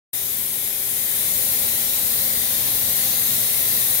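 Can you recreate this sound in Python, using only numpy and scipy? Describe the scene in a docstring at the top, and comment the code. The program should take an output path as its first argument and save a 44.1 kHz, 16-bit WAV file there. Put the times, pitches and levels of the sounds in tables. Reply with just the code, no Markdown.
"""Compressed air hisses from a leak on the left of a large workshop, beside an idling lathe.
The jet is broadband noise, rippled by wall reflections. The lathe hums, a pump and motors whine,
and fans rumble in the hall. The sound cuts in just after the start and swells at about one second;
the listener then turns towards the lathe, which changes the colour of the hiss at each ear."""
import sys
import numpy as np
from scipy import signal
from scipy.fft import rfft, irfft, next_fast_len
from scipy.io import wavfile
from scipy.ndimage import uniform_filter1d, map_coordinates

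SR = 44100
rng = np.random.default_rng(int(sys.argv[2]) if len(sys.argv) > 2 else 0)


def wav_out(sig):
    """Save sig, one row per channel (or a flat mono array), as 16-bit PCM at SR to the path in sys.argv[1]."""
    wavfile.write(sys.argv[1], SR, np.round(np.clip(np.atleast_2d(sig).T, -1, 1) * 32767).astype(np.int16))


N = 176400
TIME_S = np.arange(N) / SR
BAND_LIMIT_HZ = 15790


def air_jet(spectrum, low_cut_hz=1150):
    """Noise of escaping air at one listening position, rms 1."""
    def response(hz):
        high_pass = hz ** 4 / (hz ** 4 + low_cut_hz ** 4)
        return amp(over_frequency(spectrum, hz)) * wall_ripple(hz) * high_pass * (hz < BAND_LIMIT_HZ)
    return unit_rms(filtered(hall_noise(patchy_db=1.48), response))


# Jet spectra before and after the turn. Each row: frequency in Hz, left and right in relative dB.
JET_BEFORE = [(1440, -31, -20), (1850, -18, -13.5), (2490, -20, -14), (2620, -23, -20.5), (3590, -15, -9.5),
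              (4540, -17, -18.5), (6000, -13.5, -20), (7000, -11, -16.5), (7800, -11.5, -16),
              (8600, -9.3, -12.3), (10140, -4, -13.5), (12000, 0.5, -13.5), (12800, -4, -9.5),
              (14300, -5.5, -17), (15600, -7, -15)]
JET_AFTER = [(1470, -24.5, -20.5), (1870, -13.5, -12), (2800, -16.5, -16.5), (3880, -10, -7.5),
             (4600, -14.5, -13), (6000, -11.5, -13), (7100, -8, -22.5), (7580, -13, -13), (8930, -5, -10),
             (10150, -4, -11.5), (12000, -0.3, -7), (13000, 1, -9), (14570, -2.3, -8.5),
             (15700, -2.5, -9.5)]
# Top treble as the head swings. Each row: time in seconds, left gain in dB, right gain in dB.
LEAK_TOP_GAIN = [(1.3, 1, 1.5), (2.0, 1, -1.8), (2.24, 1, 2.5), (2.45, .7, -3), (3, 1, 0), (3.55, -.5, 1.2),
                 (4, -0.5, 1)]
# Lower part of the hiss. Each row: time in seconds, gain in dB.
LEAK_LOW_GAIN = [(.13, -.5), (1.0, 0), (1.5, -0.8), (2.0, -.5), (2.6, -0.5), (2.9, 0), (3.05, 1.9),
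                 (3.2, 0), (3.6, -0.4), (3.85, -1), (4, -2.2)]
# Whole hiss. Each row: time in seconds, gain in dB.
LEAK_GAIN = [(.13, -23.5), (.82, -23.5), (1.25, -20), (2.1, -20), (3, -19.5), (4, -18.5)]

def air_leak(top_above_hz=13000, low_below_hz=6500):
    """The jet changes colour with the turn; its top treble is the most directional."""
    turn = turn_progress()
    jet = np.sqrt(1 - turn) * air_jet(JET_BEFORE) + np.sqrt(turn) * air_jet(JET_AFTER)
    top = filtered(jet, lambda hz: .5 + .5 * np.tanh((hz - top_above_hz) / 600))
    low = filtered(jet, lambda hz: 1 / (1 + (hz / low_below_hz) ** 8))
    jet += top * (amp(over_time(LEAK_TOP_GAIN)) - 1)
    jet += low * (amp(over_time(LEAK_LOW_GAIN)) - 1)
    return jet * amp(over_time(LEAK_GAIN))


# Hum as the lathe comes nearer. Each row: time in seconds, level in dB.
LATHE_LEVEL = [(.13, -52), (1, -63), (1.8, -52), (2.35, -58), (2.65, -47), (2.9, -52.5), (3.15, -46),
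               (3.4, -48), (4, -48)]

def lathe_hum(pitch_hz=121.3):
    """Mains hum at constant pitch."""
    return hall_tone(pitch_hz, drift=np.zeros(N)) * amp(over_time(LATHE_LEVEL))


# Pump's standing waves. Each row: time in seconds, levels of harmonics 2, 3 and 4 in dB.
PUMP_LEVELS = [(.13, -60, -59.5, -63), (1.05, -62, -59, -63), (1.55, -52, -55.5, -62),
               (2.0, -54, -56.5, -58), (2.35, -55, -54, -52.5), (2.65, -51.5, -54, -56),
               (2.95, -51.5, -46.5, -54.5), (3.4, -58, -54, -58.5), (4, -56, -51, -57)]

def pump_whine(pulse_hz=261.9):
    """Harmonics of the pulse rate drift together; the listener moves through their standing waves."""
    drift = pitch_drift()
    return sum(hall_tone(order * pulse_hz, drift) * amp(level_db)
               for order, level_db in enumerate(over_time(PUMP_LEVELS), start=2))


# Motor whine. Each row: time in seconds, level in dB.
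MOTOR_LEVEL = [(.13, -65), (1.45, -59), (1.7, -52), (2.0, -52), (2.25, -60), (4, -60)]

def motor_whine(pitch_hz=814.6):
    """One motor tone, loudest around the end of the turn."""
    return hall_tone(pitch_hz, pitch_drift()) * amp(over_time(MOTOR_LEVEL))


# Steady machines. Each row: frequency in Hz, level before the turn in dB, level after it in dB.
MACHINE_TONES = [(230.6, -58.5, -51), (394.2, -53, -59), (672, -69, -57.5), (845, -63, -63),
                 (1343, -72, -64), (1556, -65, -57), (1585, -66, -58), (2019, -67, -54), (3416, -52, -61)]

def machine_tones():
    """Running machines, each tone drifting on its own."""
    turn = turn_progress()
    return sum(hall_tone(hz, pitch_drift(2.987)) * amp(before_db + (after_db - before_db) * turn)
               for hz, before_db, after_db in MACHINE_TONES)


# Rumble spectrum. Each row: frequency in Hz, density in relative dB.
FAN_SPECTRUM = [(20, -32), (35, -14), (58, -1.5), (76, -1), (100, 1.5), (140, -2), (220, -2.5), (320, -7.5),
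                (560, -3.5), (720, -10), (1000, -11), (1400, -9), (2500, -29)]
# Bass from place to place, then the whole rumble. Each row: time in seconds, gain in dB.
FAN_BASS_GAIN = [(.13, -1.5), (.7, 1.5), (1.05, -2), (1.3, -0.5), (1.6, -1), (2.3, -1), (2.7, -.5),
                 (3.25, 1.3), (4, -1.3)]
FAN_GAIN = [(.13, -44), (.8, -44.5), (1.3, -40.5), (2.1, -39), (2.8, -39), (3.2, -39.5), (4, -39.5)]

def fan_rumble(bass_below_hz=170, throb_db=1.2, throb_per_s=14):
    """Fans and distant machines, blurred by the hall; the bass throbs unevenly."""
    noise = hall_noise(patchy_db=0.83)
    rumble = unit_rms(filtered(noise, lambda hz: amp(over_frequency(FAN_SPECTRUM, hz))))
    bass = filtered(rumble, lambda hz: 1 / (1 + (hz / bass_below_hz) ** 4))
    bass_db = over_time(FAN_BASS_GAIN) + throb_db * wobble(throb_per_s)
    return (rumble + bass * (amp(bass_db) - 1)) * amp(over_time(FAN_GAIN))


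# Hall's sound field. Each row: frequency in Hz, left-right correlation from -1 to 1.
HALL_CORRELATION = [(35, 1), (70, 0.85), (150, 1), (400, 0.75), (750, 0.59), (1000, 0.26), (1250, -0.39),
                    (1650, -0.25), (2050, 0.38), (2800, -0.077), (6000, 0.0081)]

def hall_spread(hz):
    """Mid and side gains for the hall's left-right correlation."""
    angle = np.arccos(np.clip(over_frequency(HALL_CORRELATION, hz)[0], -1, 1)) / 2
    return np.array([np.cos(angle), np.sin(angle)])


def hall_noise(patchy_db):
    """White stereo noise spread by the hall, with faint patches of random gain."""
    spectra = signal.stft(rng.standard_normal((2, N)), nperseg=1024)[2]
    patches = uniform_filter1d(rng.standard_normal(spectra.shape[1:]), size=5, axis=0)  # across frequency
    patches = uniform_filter1d(patches, size=14, axis=1)  # across time
    noise = signal.istft(spectra * amp(patchy_db * unit_rms(patches)), nperseg=1024)[1][:, :N]
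    mid, side = filtered(noise, hall_spread)
    return np.array([mid + side, mid - side])


def hall_tone(hz, drift, echo_gain=.27):
    """A tone of rms 1; echoes make its level and phase waver at each ear."""
    phase = 2 * np.pi * hz * np.cumsum(1 + drift) / SR
    mid_gain, side_gain = hall_spread(hz)
    mid = mid_gain * (1 + echo_gain * (wobble(7.04) + 1j * wobble(6.95)))
    side = side_gain * (wobble(3.03) + 1j * wobble(3.23)) / np.sqrt(2)
    ears = np.array([mid + side, mid - side])
    return unit_rms((ears * np.exp(1j * phase)).real)


def wall_ripple(hz, depth_db=0.94, spacing_hz=69.7):
    """Spectral ripple from near reflections, different at each ear."""
    ripple = [map_coordinates(rng.standard_normal(512), [hz / spacing_hz], order=1, mode="mirror")
              for ear in range(2)]
    return amp(depth_db * np.array(ripple))


def turn_progress(start_s=1.07, end_s=1.91):
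    """How far the listener has turned, 0 to 1."""
    return np.clip((TIME_S - start_s) / (end_s - start_s), 0, 1)


def pitch_drift(knots_per_s=2.92):
    """Slow wander, as a fraction of the pitch."""
    return 0.0012 * wobble(knots_per_s)


def wobble(knots_per_s):
    """Smooth random curve."""
    return map_coordinates(rng.standard_normal(256), [TIME_S * knots_per_s], mode="mirror")


def over_frequency(rows, hz):
    """Value columns interpolated on a log frequency axis."""
    knots_hz, *columns = np.transpose(rows)
    return np.array([np.interp(np.log(hz + 1), np.log(knots_hz + 1), column) for column in columns])


def over_time(rows):
    """Value columns interpolated per sample."""
    knots_s, *columns = np.transpose(rows)
    return np.array([np.interp(TIME_S, knots_s, column) for column in columns])


def filtered(x, response):
    """Zero-phase filter with gain response(hz)."""
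    size = next_fast_len(N + SR // 4)
    return irfft(rfft(x, size) * response(np.fft.rfftfreq(size, 1 / SR)), size)[..., :N]


def amp(db):
    return 10 ** (np.asarray(db) / 20)


def unit_rms(x):
    return x / np.sqrt(np.mean(x ** 2) + 1e-20)


def scene():
    """The leak over the workshop's machines, in stereo."""
    return air_leak() + fan_rumble() + pump_whine() + machine_tones() + motor_whine() + lathe_hum()


def record(dry, start_s=.13, fade_s=0.0046):
    """Abrupt onset, then a steep low-pass."""
    onset = np.clip((TIME_S - start_s) / fade_s, 0, 1)
    return filtered(dry * onset, lambda hz: .5 - .5 * np.tanh((hz - BAND_LIMIT_HZ) / 70))


dry = scene()
out = record(dry)
wav_out(out)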